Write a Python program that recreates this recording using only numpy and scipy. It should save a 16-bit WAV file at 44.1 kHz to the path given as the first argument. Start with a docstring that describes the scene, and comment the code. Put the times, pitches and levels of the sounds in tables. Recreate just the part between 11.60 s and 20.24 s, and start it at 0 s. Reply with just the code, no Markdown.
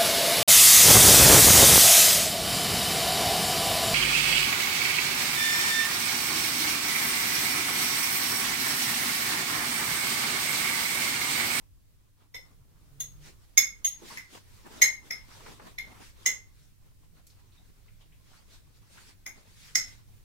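"""A faint low rumble and hum come first, with hands and sleeves rustling over them as filtered noise.
Then wet food is nudged about in dull puffs of noise, and glassware clinks eleven times, close by:
red peppers and garlic are being packed into a glass jar on a kitchen table.
Each clink is a sum of glass modes damped by the load, plus a noise crack, ringing on in a small room."""
import sys
import numpy as np
from scipy import signal
from scipy.fft import rfft, irfft
from scipy.io import wavfile
from scipy.ndimage import uniform_filter1d

SR = 44100
rng = np.random.default_rng(int(sys.argv[2]) if len(sys.argv) > 2 else 0)


def generate_wav(signal):
    """Clip the signal to [-1, 1] and save it as 16-bit WAV at the path in sys.argv[1]."""
    frames = np.transpose(np.atleast_2d(signal))
    scaled = np.clip(frames, -1, 1) * 32767
    pcm = np.round(scaled).astype(np.int16)
    wavfile.write(sys.argv[1], SR, pcm)


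N = 381024  # length in samples


def gain_of(db):
    """Decibels to gain."""
    return 10 ** (np.asarray(db) / 20)


def evened(x):
    """Scales to rms 1."""
    return x / np.sqrt(np.mean(x ** 2) + 1e-20)


def read(points, hz):
    """Reads a curve on a log-frequency axis."""
    f, value = np.transpose(points)
    return np.interp(np.log(hz + 1), np.log(f + 1), value)


def follow(rows):
    """Draws every column of a timed table as a curve with a value at each sample."""
    s, *columns = np.transpose(rows)
    t = np.arange(N) / SR
    return [np.interp(t, s, column) for column in columns]


def smoothed_noise(first, second):
    """Random drift at rms 1: noise averaged twice, over these numbers of samples."""
    drift = uniform_filter1d(rng.standard_normal(N), first)
    return evened(uniform_filter1d(drift, second))


def add(mix, s, sound):
    """Mixes a stereo sound in at s seconds, cut off at the end of the mix."""
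    start = max(round(s * SR), 0)
    part = mix[:, start:][:, :sound.shape[1]]
    part += sound[:, :part.shape[1]]


def panned(db):
    """Left and right gains for a left-over-right level difference, at constant power."""
    left, right = gain_of(db / 2), gain_of(-db / 2)
    return np.sqrt(2) * np.array([[left], [right]]) / np.hypot(left, right)


def coloured(x, spectrum):
    """Filters x with a spectrum, then scales it to rms 1."""
    size = x.shape[-1]
    hz = np.fft.rfftfreq(size, 1 / SR)
    return evened(irfft(rfft(x) * gain_of(read(spectrum, hz)), size))


def stereo_noise(size, shared):
    """Noise at two microphones; shared is the part of its power common to both."""
    z = rng.standard_normal((3, size))
    return np.sqrt(shared) * z[0] + np.sqrt(1 - shared) * z[1:]


def patchy(x, depth_db, frames, bins, size=512):
    """Lets patches of time and pitch swell and fade, by smoothed random gains on the spectrogram."""
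    z = signal.stft(x, nperseg=size)[2]
    patches = uniform_filter1d(rng.standard_normal(z.shape[1:]), frames, axis=1)
    patches = evened(uniform_filter1d(patches, bins, axis=0))
    return signal.istft(z * gain_of(depth_db * patches), nperseg=size)[1][:, :N]


# Rumble of the room and the held camera, before the rumble trim: t/s, level/dB
RUMBLE_LEVEL = [(0, -62.5), (.7, -66), (.83, -57.5), (1.05, -62.5), (1.45, -55.5), (1.9, -61), (3.3, -57),
                (4.8, -59.5), (5.7, -61.5), (6.2, -59), (6.8, -61.5), (8.64, -58)]
# Tone colour of the rumble: f/Hz, relative level/dB
RUMBLE_COLOUR = [(10, -3.5), (30, 1.5), (60, -4), (110, -5), (160, -11.5), (240, -22), (400, -26),
                 (800, -37.5)]


def rumble(trim_db=3.5, lumps_db=2.5, sway_db=0.95):
    """Low filtered noise, lumpy in time and pitch, whose level also sways at random."""
    lumpy = patchy(stereo_noise(N, .03), lumps_db, 4, 2, size=4096)
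    level_db = follow(RUMBLE_LEVEL)[0] + trim_db + sway_db * smoothed_noise(3000, 3000)
    return gain_of(level_db) * coloured(lumpy, RUMBLE_COLOUR)


# Partials of the steady hum: f/Hz, rms level/dB
HUM_PARTIALS = [(100, -67), (200, -87.5), (292, -83.5)]


def hum():
    """Steady sines, a quarter cycle apart between left and right."""
    t = np.arange(N) / SR
    side_cycles = np.array([[0], [.25]])
    out = np.zeros((2, N))
    for hz, db in HUM_PARTIALS:
        cycles = hz * t + rng.random() + side_cycles
        out += gain_of(db) * np.sqrt(2) * np.sin(2 * np.pi * cycles)
    return out


# A low drone that swells briefly: t/s, f/Hz, rms level of the fundamental/dB
DRONE_PATH = [(1.2, 131.5, -79), (1.31, 137.2, -60), (1.42, 136.6, -56.5), (1.5, 138.3, -62),
              (1.56, 149.8, -62), (1.64, 152, -57), (1.72, 141.6, -78)]


def drone(overtone_db=-17):
    """A gliding sine with a fainter octave above it, silent outside its path."""
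    t = np.arange(N) / SR
    hz, db = follow(DRONE_PATH)
    phase = 2 * np.pi * np.cumsum(hz) / SR
    tone = np.sin(phase) + gain_of(overtone_db) * np.sin(2 * phase)
    sounding = (t > DRONE_PATH[0][0]) * (t < DRONE_PATH[-1][0])
    return np.sqrt(2) * gain_of(db) * tone * sounding


def background(side_db=-1.0):
    """Rumble, hum and drone add up as one bed, leaning slightly to the right."""
    return panned(side_db) * (rumble() + hum() + drone())


# Faint rustle that goes on between the strokes, before trims: t/s, level/dB
RUSTLE_LEVEL = [(0, -89), (1.03, -80), (1.2, -72.5), (2.4, -66), (3.4, -67.5), (4.8, -67), (5.45, -83),
                (5.7, -68), (6.6, -70), (7.3, -69.5), (8.64, -68.5)]
# Strokes of hand and sleeve, before trims:
# middle t/s, length t/s, dull body level/dB, bright friction level/dB
STROKES = [(.03, 0.11, -68, -73), (.37, 0.44, -73, -76), (0.623, 0.095, -65, -69.5), (0.887, .16, -64, -69),
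           (1.34, 0.9, -68.5, -89), (1.67, 0.1, -57, -50.5), (1.836, 0.058, -78, -64),
           (2.436, 0.062, -51.5, -70), (2.525, 0.18, -51, -44), (2.752, 0.096, -50, -48.5),
           (2.972, 0.29, -63.5, -58), (3.068, 0.037, -43.5, -59), (3.18, 0.19, -48, -49),
           (3.473, 0.072, -50.5, -54.5), (3.553, 0.16, -57.5, -58), (3.76, 0.17, -53, -52),
           (3.887, 0.18, -48, -50.5), (4.068, .12, -48, -53), (4.333, 0.22, -51, -58.5),
           (4.453, 0.12, -66, -50.5), (4.653, 0.14, -56, -54), (5.02, 0.18, -80, -64),
           (5.265, .12, -65.5, -71), (5.445, .05, -65, -69), (5.582, 0.086, -64, -66),
           (5.802, 0.034, -65, -66), (5.96, 0.064, -69, -64), (6.419, 0.043, -65, -62),
           (6.741, 0.19, -63.5, -58.5), (6.94, 0.12, -62.5, -55.5), (7.17, 0.06, -75.5, -64),
           (7.385, .18, -58.5, -52.5), (7.489, 0.085, -59, -53.5), (7.786, 0.098, -60.5, -60),
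           (7.9, 0.16, -65.5, -59.5), (8.06, 0.19, -64, -50.5), (8.284, 0.18, -63.5, -53.5)]
# Tone colour of the dull body: f/Hz, relative level/dB
BODY_COLOUR = [(90, -14), (200, 4), (400, 0), (700, -4), (1050, -1), (1600, -8.5), (3000, -15), (6000, -27)]
# Tone colour of the bright friction: f/Hz, relative level/dB
FRICTION_COLOUR = [(600, -22.5), (1500, -0.5), (2200, 1.5), (2900, -1), (3700, 1.5), (6000, -1), (7500, -3),
                   (9000, -5), (13000, -11), (15500, -15)]


def rubbing(trim_db=-3.5, catch_db=2.03, rustle_body_db=-0.5, edge_db=8.5, fidget_db=1.0):
    """Skin and cloth slide in tiny catches: a lumpy dull body under a smoother bright hiss."""
    t = np.arange(N) / SR
    rustle_db = follow(RUSTLE_LEVEL)[0] + fidget_db * smoothed_noise(2500, 2500)
    body_gain = gain_of(rustle_db + rustle_body_db)
    friction_gain = gain_of(rustle_db)
    for middle_s, length_s, dull_db, bright_db in STROKES:
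        # the hand speeds up and slows down: half a length from its middle a stroke is edge_db down
        half_lengths = np.minimum(abs(t - middle_s) / (length_s / 2), 10)
        bell = gain_of(-edge_db * half_lengths ** 2)
        # strokes and rustle add in power
        body_gain = np.hypot(body_gain, gain_of(dull_db) * bell)
        friction_gain = np.hypot(friction_gain, gain_of(bright_db) * bell)
    catches = smoothed_noise(600, 300)
    dull = patchy(stereo_noise(N, .08), 3.2, 7, 3)
    bright = patchy(stereo_noise(N, .1), 2.0, 7, 8)
    dull = coloured(dull * gain_of(catch_db * catches), BODY_COLOUR)
    # the hiss follows the catches only slightly
    bright = coloured(bright * gain_of(0.18 * catch_db * catches), FRICTION_COLOUR)
    return gain_of(trim_db) * (body_gain * dull + friction_gain * bright)


# Soft touches of food and fork, levels before the envelope:
# t/s, level/dB, centre f/Hz, width/octaves, decay t/s
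TOUCHES = [(.60, -69, 1050, 0.58, 0.031), (2.418, -48.5, 310, 0.71, 0.021),
           (2.501, -49.5, 980, 0.18, 0.041), (3.059, -50.5, 840, 0.68, 0.0086),
           (3.706, -55.5, 1290, 0.69, 0.032), (3.86, -47, 972, 0.98, 0.016), (3.995, -45, 816, 1, 0.0079),
           (4.41, -54, 1100, 1, 0.019), (5.564, -70, 1500, 0.86, 0.022), (5.667, -50.5, 7290, 0.76, 0.0064),
           (5.7, -59.5, 4560, 0.37, 0.012), (5.92, -68.5, 3830, 0.15, 0.022),
           (5.972, -64, 3800, 0.067, 0.021), (6.28, -59, 2320, 0.25, 0.01),
           (6.408, -64.5, 3200, 0.24, 0.031), (6.52, -66.5, 2500, 0.31, 0.035),
           (6.731, -62, 1320, 0.33, 0.037), (7.372, -49, 1420, 0.54, 0.012)]


def touches(rise_s=0.0023, tail_db=-13, tail_s=.06, size=12000):
    """Soft food gives dull puffs of noise without ring; the room holds each for a moment."""
    out = np.zeros((2, N))
    t = np.arange(size) / SR
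    for s, db, hz, octaves, decay_s in TOUCHES:
        # a hill of noise around the centre, 4 dB down one width away
        hill = [(hz * 2 ** (k * octaves), -4 * k * k) for k in range(-3, 4)]
        fall = np.exp(-t / decay_s) + gain_of(tail_db) * np.exp(-t / tail_s)
        envelope = (1 - np.exp(-t / rise_s)) * fall
        puff = coloured(stereo_noise(size, 0.35), hill)
        add(out, s, gain_of(db) * envelope * puff)
    return out


# Ring time of the room, the time to fall 60 dB: f/Hz, t60/s
ROOM_T60 = [(300, .4), (900, .36), (2100, .28), (5500, .255), (9000, .235), (15000, .2)]


def kitchen(table_s=.0024, table_db=-1.5, early_db=1.0, early_s=.014, tail_db=0.5, size=20000):
    """Direct sound, a bounce off the table, scatter from nearby dishes and the tail of the room."""
    t = np.arange(size) / SR
    hz, frame_s, z = signal.stft(rng.standard_normal((2, size)), SR, nperseg=256)
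    fade_db = -60 * frame_s / read(ROOM_T60, hz)[:, None]
    tail = signal.istft(z * gain_of(fade_db), SR, nperseg=256)[1][:, :size]
    tail *= np.clip((t - .005) / 0.0071, 0, 1)  # fades in from 5 ms
    sparse = rng.random((2, size)) < .05
    early = rng.standard_normal((2, size)) * sparse * np.exp(-t / early_s) * (t > .001)
    response = gain_of(tail_db) * evened(tail) + gain_of(early_db) * evened(early)
    response /= np.sqrt(size)
    response[:, 0] += 1  # direct sound
    # the bounce reaches each side at its own time
    bounce = np.round(table_s * SR * rng.uniform(.8, 1.2, 2)).astype(int)
    response[[0, 1], bounce] += gain_of(table_db)
    return response


# Borders between the families of glass modes; where a blow lands sets how strongly each sounds: f/Hz
FAMILY_EDGES = [200, 1500, 2900, 4600, 5900, 7600, 15800]
# Balance, one row a family, low to high:
# level trim/dB, contact crack level/dB before doubling, left-right level/dB
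FAMILY_BALANCE = [(-1, 0, 1), (1.5, -17.5, 1.5), (-0.5, -9.5, -1), (-1.5, -11.5, 0), (-0.5, -11.5, -3.5),
                  (-2.5, -13, 2)]
# Modes of the glass, before random variation and each clink's factors: f/Hz, level/dB, t60/s
GLASS_MODES = [(1890, -11, .02), (2030, -4, .03), (2116, 0, .06), (2400, -24, .02), (2640, -25, .02),
               (3080, -17, .015), (3565, -10, .04), (4090, -11, .04), (4900, -19, .025), (5240, -7, .03),
               (5340, -5, .04), (5415, -6, .045), (6410, -4, .03), (6530, 0, .045), (6680, -12, .02),
               (7080, -16, .015), (7500, -18, .02), (8135, -11, .035), (8360, -19, .04), (9520, -15, .03),
               (9820, -13, .018), (10310, -18, .05), (10790, -12, .02), (11490, -11, .035),
               (12280, -15, .03), (12580, -11, .045), (13740, -15, .045), (13920, -16, .04),
               (14140, -16, .02), (14860, -17, .02)]


def ringing(t, lo, hi, ring_time, pitch, vary_db=4.5):
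    """Modes of one family ring as decaying sines, retuned and damped by the load."""
    ring = 0
    for hz, mode_db, t60 in GLASS_MODES:
        if lo <= hz < hi:
            if hz < FAMILY_EDGES[2]:
                hz = hz * pitch  # only the two lowest families follow the pitch factor
            hz = hz * (1 + .002 * rng.standard_normal())
            fade_db = mode_db + vary_db * rng.standard_normal() - 60 * t / (t60 * ring_time)
            cycles = hz * t + rng.random((2, 1))  # its own phase at each microphone
            ring = ring + gain_of(fade_db) * np.sin(2 * np.pi * cycles)
    return ring


def contact_crack(t, crack_s=0.007, echo=0.5):
    """Decaying noise, hollowed at 4.4, 8.8 and 13.2 kHz by a very close reflection."""
    crack = rng.standard_normal((2, t.size)) * np.exp(-t / crack_s)
    return crack - echo * np.pad(crack, ((0, 0), (10, 0)))[:, :t.size]


def crack_band(crack, lo, hi, knock_hz=263):
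    """The crack's share of one family; below the modes there is only a dull knock."""
    band = signal.sosfilt(signal.butter(2, [lo, hi], "band", fs=SR, output="sos"), crack)
    if lo < knock_hz:
        band = signal.sosfilt(signal.butter(1, knock_hz, fs=SR, output="sos"), band)
    return band


CONTACT_S, GRAZE_S = .001, .004  # build-up of the blow; lead of the light graze before it


def clink(levels, pan_db, ring_time, pitch, graze_db=-17, size=6000):
    """A light graze and then the blow ring the glass; the contact adds a short crack."""
    t = np.arange(size) / SR
    room, crack = kitchen(), contact_crack(t)
    loud = round(.08 * SR)  # a level is the rms of the first 80 ms
    build_up = (1 - np.exp(-t / CONTACT_S)) ** 2
    graze_samples = round(GRAZE_S * SR)
    out = 0
    families = zip(FAMILY_EDGES, FAMILY_EDGES[1:], levels, FAMILY_BALANCE)
    for lo, hi, db, (trim_db, crack_db, side_db) in families:
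        ring = ringing(t, lo, hi, ring_time, pitch)
        blow = (ring + 2 * gain_of(crack_db) * crack_band(crack, lo, hi)) * build_up
        delayed = np.pad(blow, ((0, 0), (graze_samples, 0)))[:, :size]
        contact = gain_of(graze_db) * blow + delayed
        heard = signal.fftconvolve(contact, room, axes=1)
        heard /= heard[:, :loud].std(axis=1, keepdims=True)
        out = out + gain_of(db + trim_db) * panned(side_db + pan_db) * heard
    return out


# One row a clink: t/s, then level/dB of each of six families from low to high before the trim,
# left-right level/dB, ring time (factor), pitch of the two lowest families (factor)
CLINKS = [(0.745, -58, -47, -52.5, -48.5, -58, -55, 0.28, 1.35, 1.003),
          (1.403, -62, -62, -47.5, -60, -36, -42.5, 2.2, 1, 0.94),
          (1.976, -50, -25.5, -33, -24.5, -19, -27, -0.24, 0.65, 1.021),
          (2.247, -64.5, -52.5, -40.5, -51, -26.5, -35.5, 2, 1.03, 0.98),
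          (2.573, -70, -45, -67, -53, -54.5, -54.5, -2, 0.26, 0.98),
          (3.219, -45, -22.5, -31, -29, -20, -28.5, 0.27, 0.97, 1.0),
          (3.508, -58.5, -39.5, -52.5, -38, -50.5, -48.5, 0.64, 0.49, 1.004),
          (4.184, -61.5, -40, -49, -52, -54, -52.5, 0.13, 0.52, 1.007),
          (4.661, -49.5, -30.5, -37.5, -34.5, -26, -35, 0.52, 0.51, 0.98),
          (7.663, -57.5, -46.5, -55.5, -48.5, -48, -49.5, 1, 0.37, 1.004),
          (8.154, -52, -33, -40.5, -25.5, -27.5, -35.5, -1.7, 0.49, 0.98)]


def glassware():
    """All the clinks, each begun early by the graze and the build-up of its blow."""
    out = np.zeros((2, N))
    for s, *levels, pan_db, ring_time, pitch in CLINKS:
        add(out, s - CONTACT_S - GRAZE_S, clink(levels, pan_db, ring_time, pitch))
    return out


def scene(hiss_db=-76.5):
    """Everything heard at the table, over the white hiss of the microphones."""
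    hiss = gain_of(hiss_db) * rng.standard_normal((2, N))
    return hiss + background() + rubbing() + touches() + glassware()


def record(dry, ceiling=.9, top_hz=15900):
    """The camera rounds off the very tallest peaks and limits the treble."""
    rounded = dry / (1 + (dry / ceiling) ** 8) ** (1 / 8)
    lowpass = signal.firwin(255, top_hz, window=("kaiser", 8), fs=SR)
    return signal.oaconvolve(rounded, lowpass[None], "same")


dry = scene()
out = record(dry)
generate_wav(out)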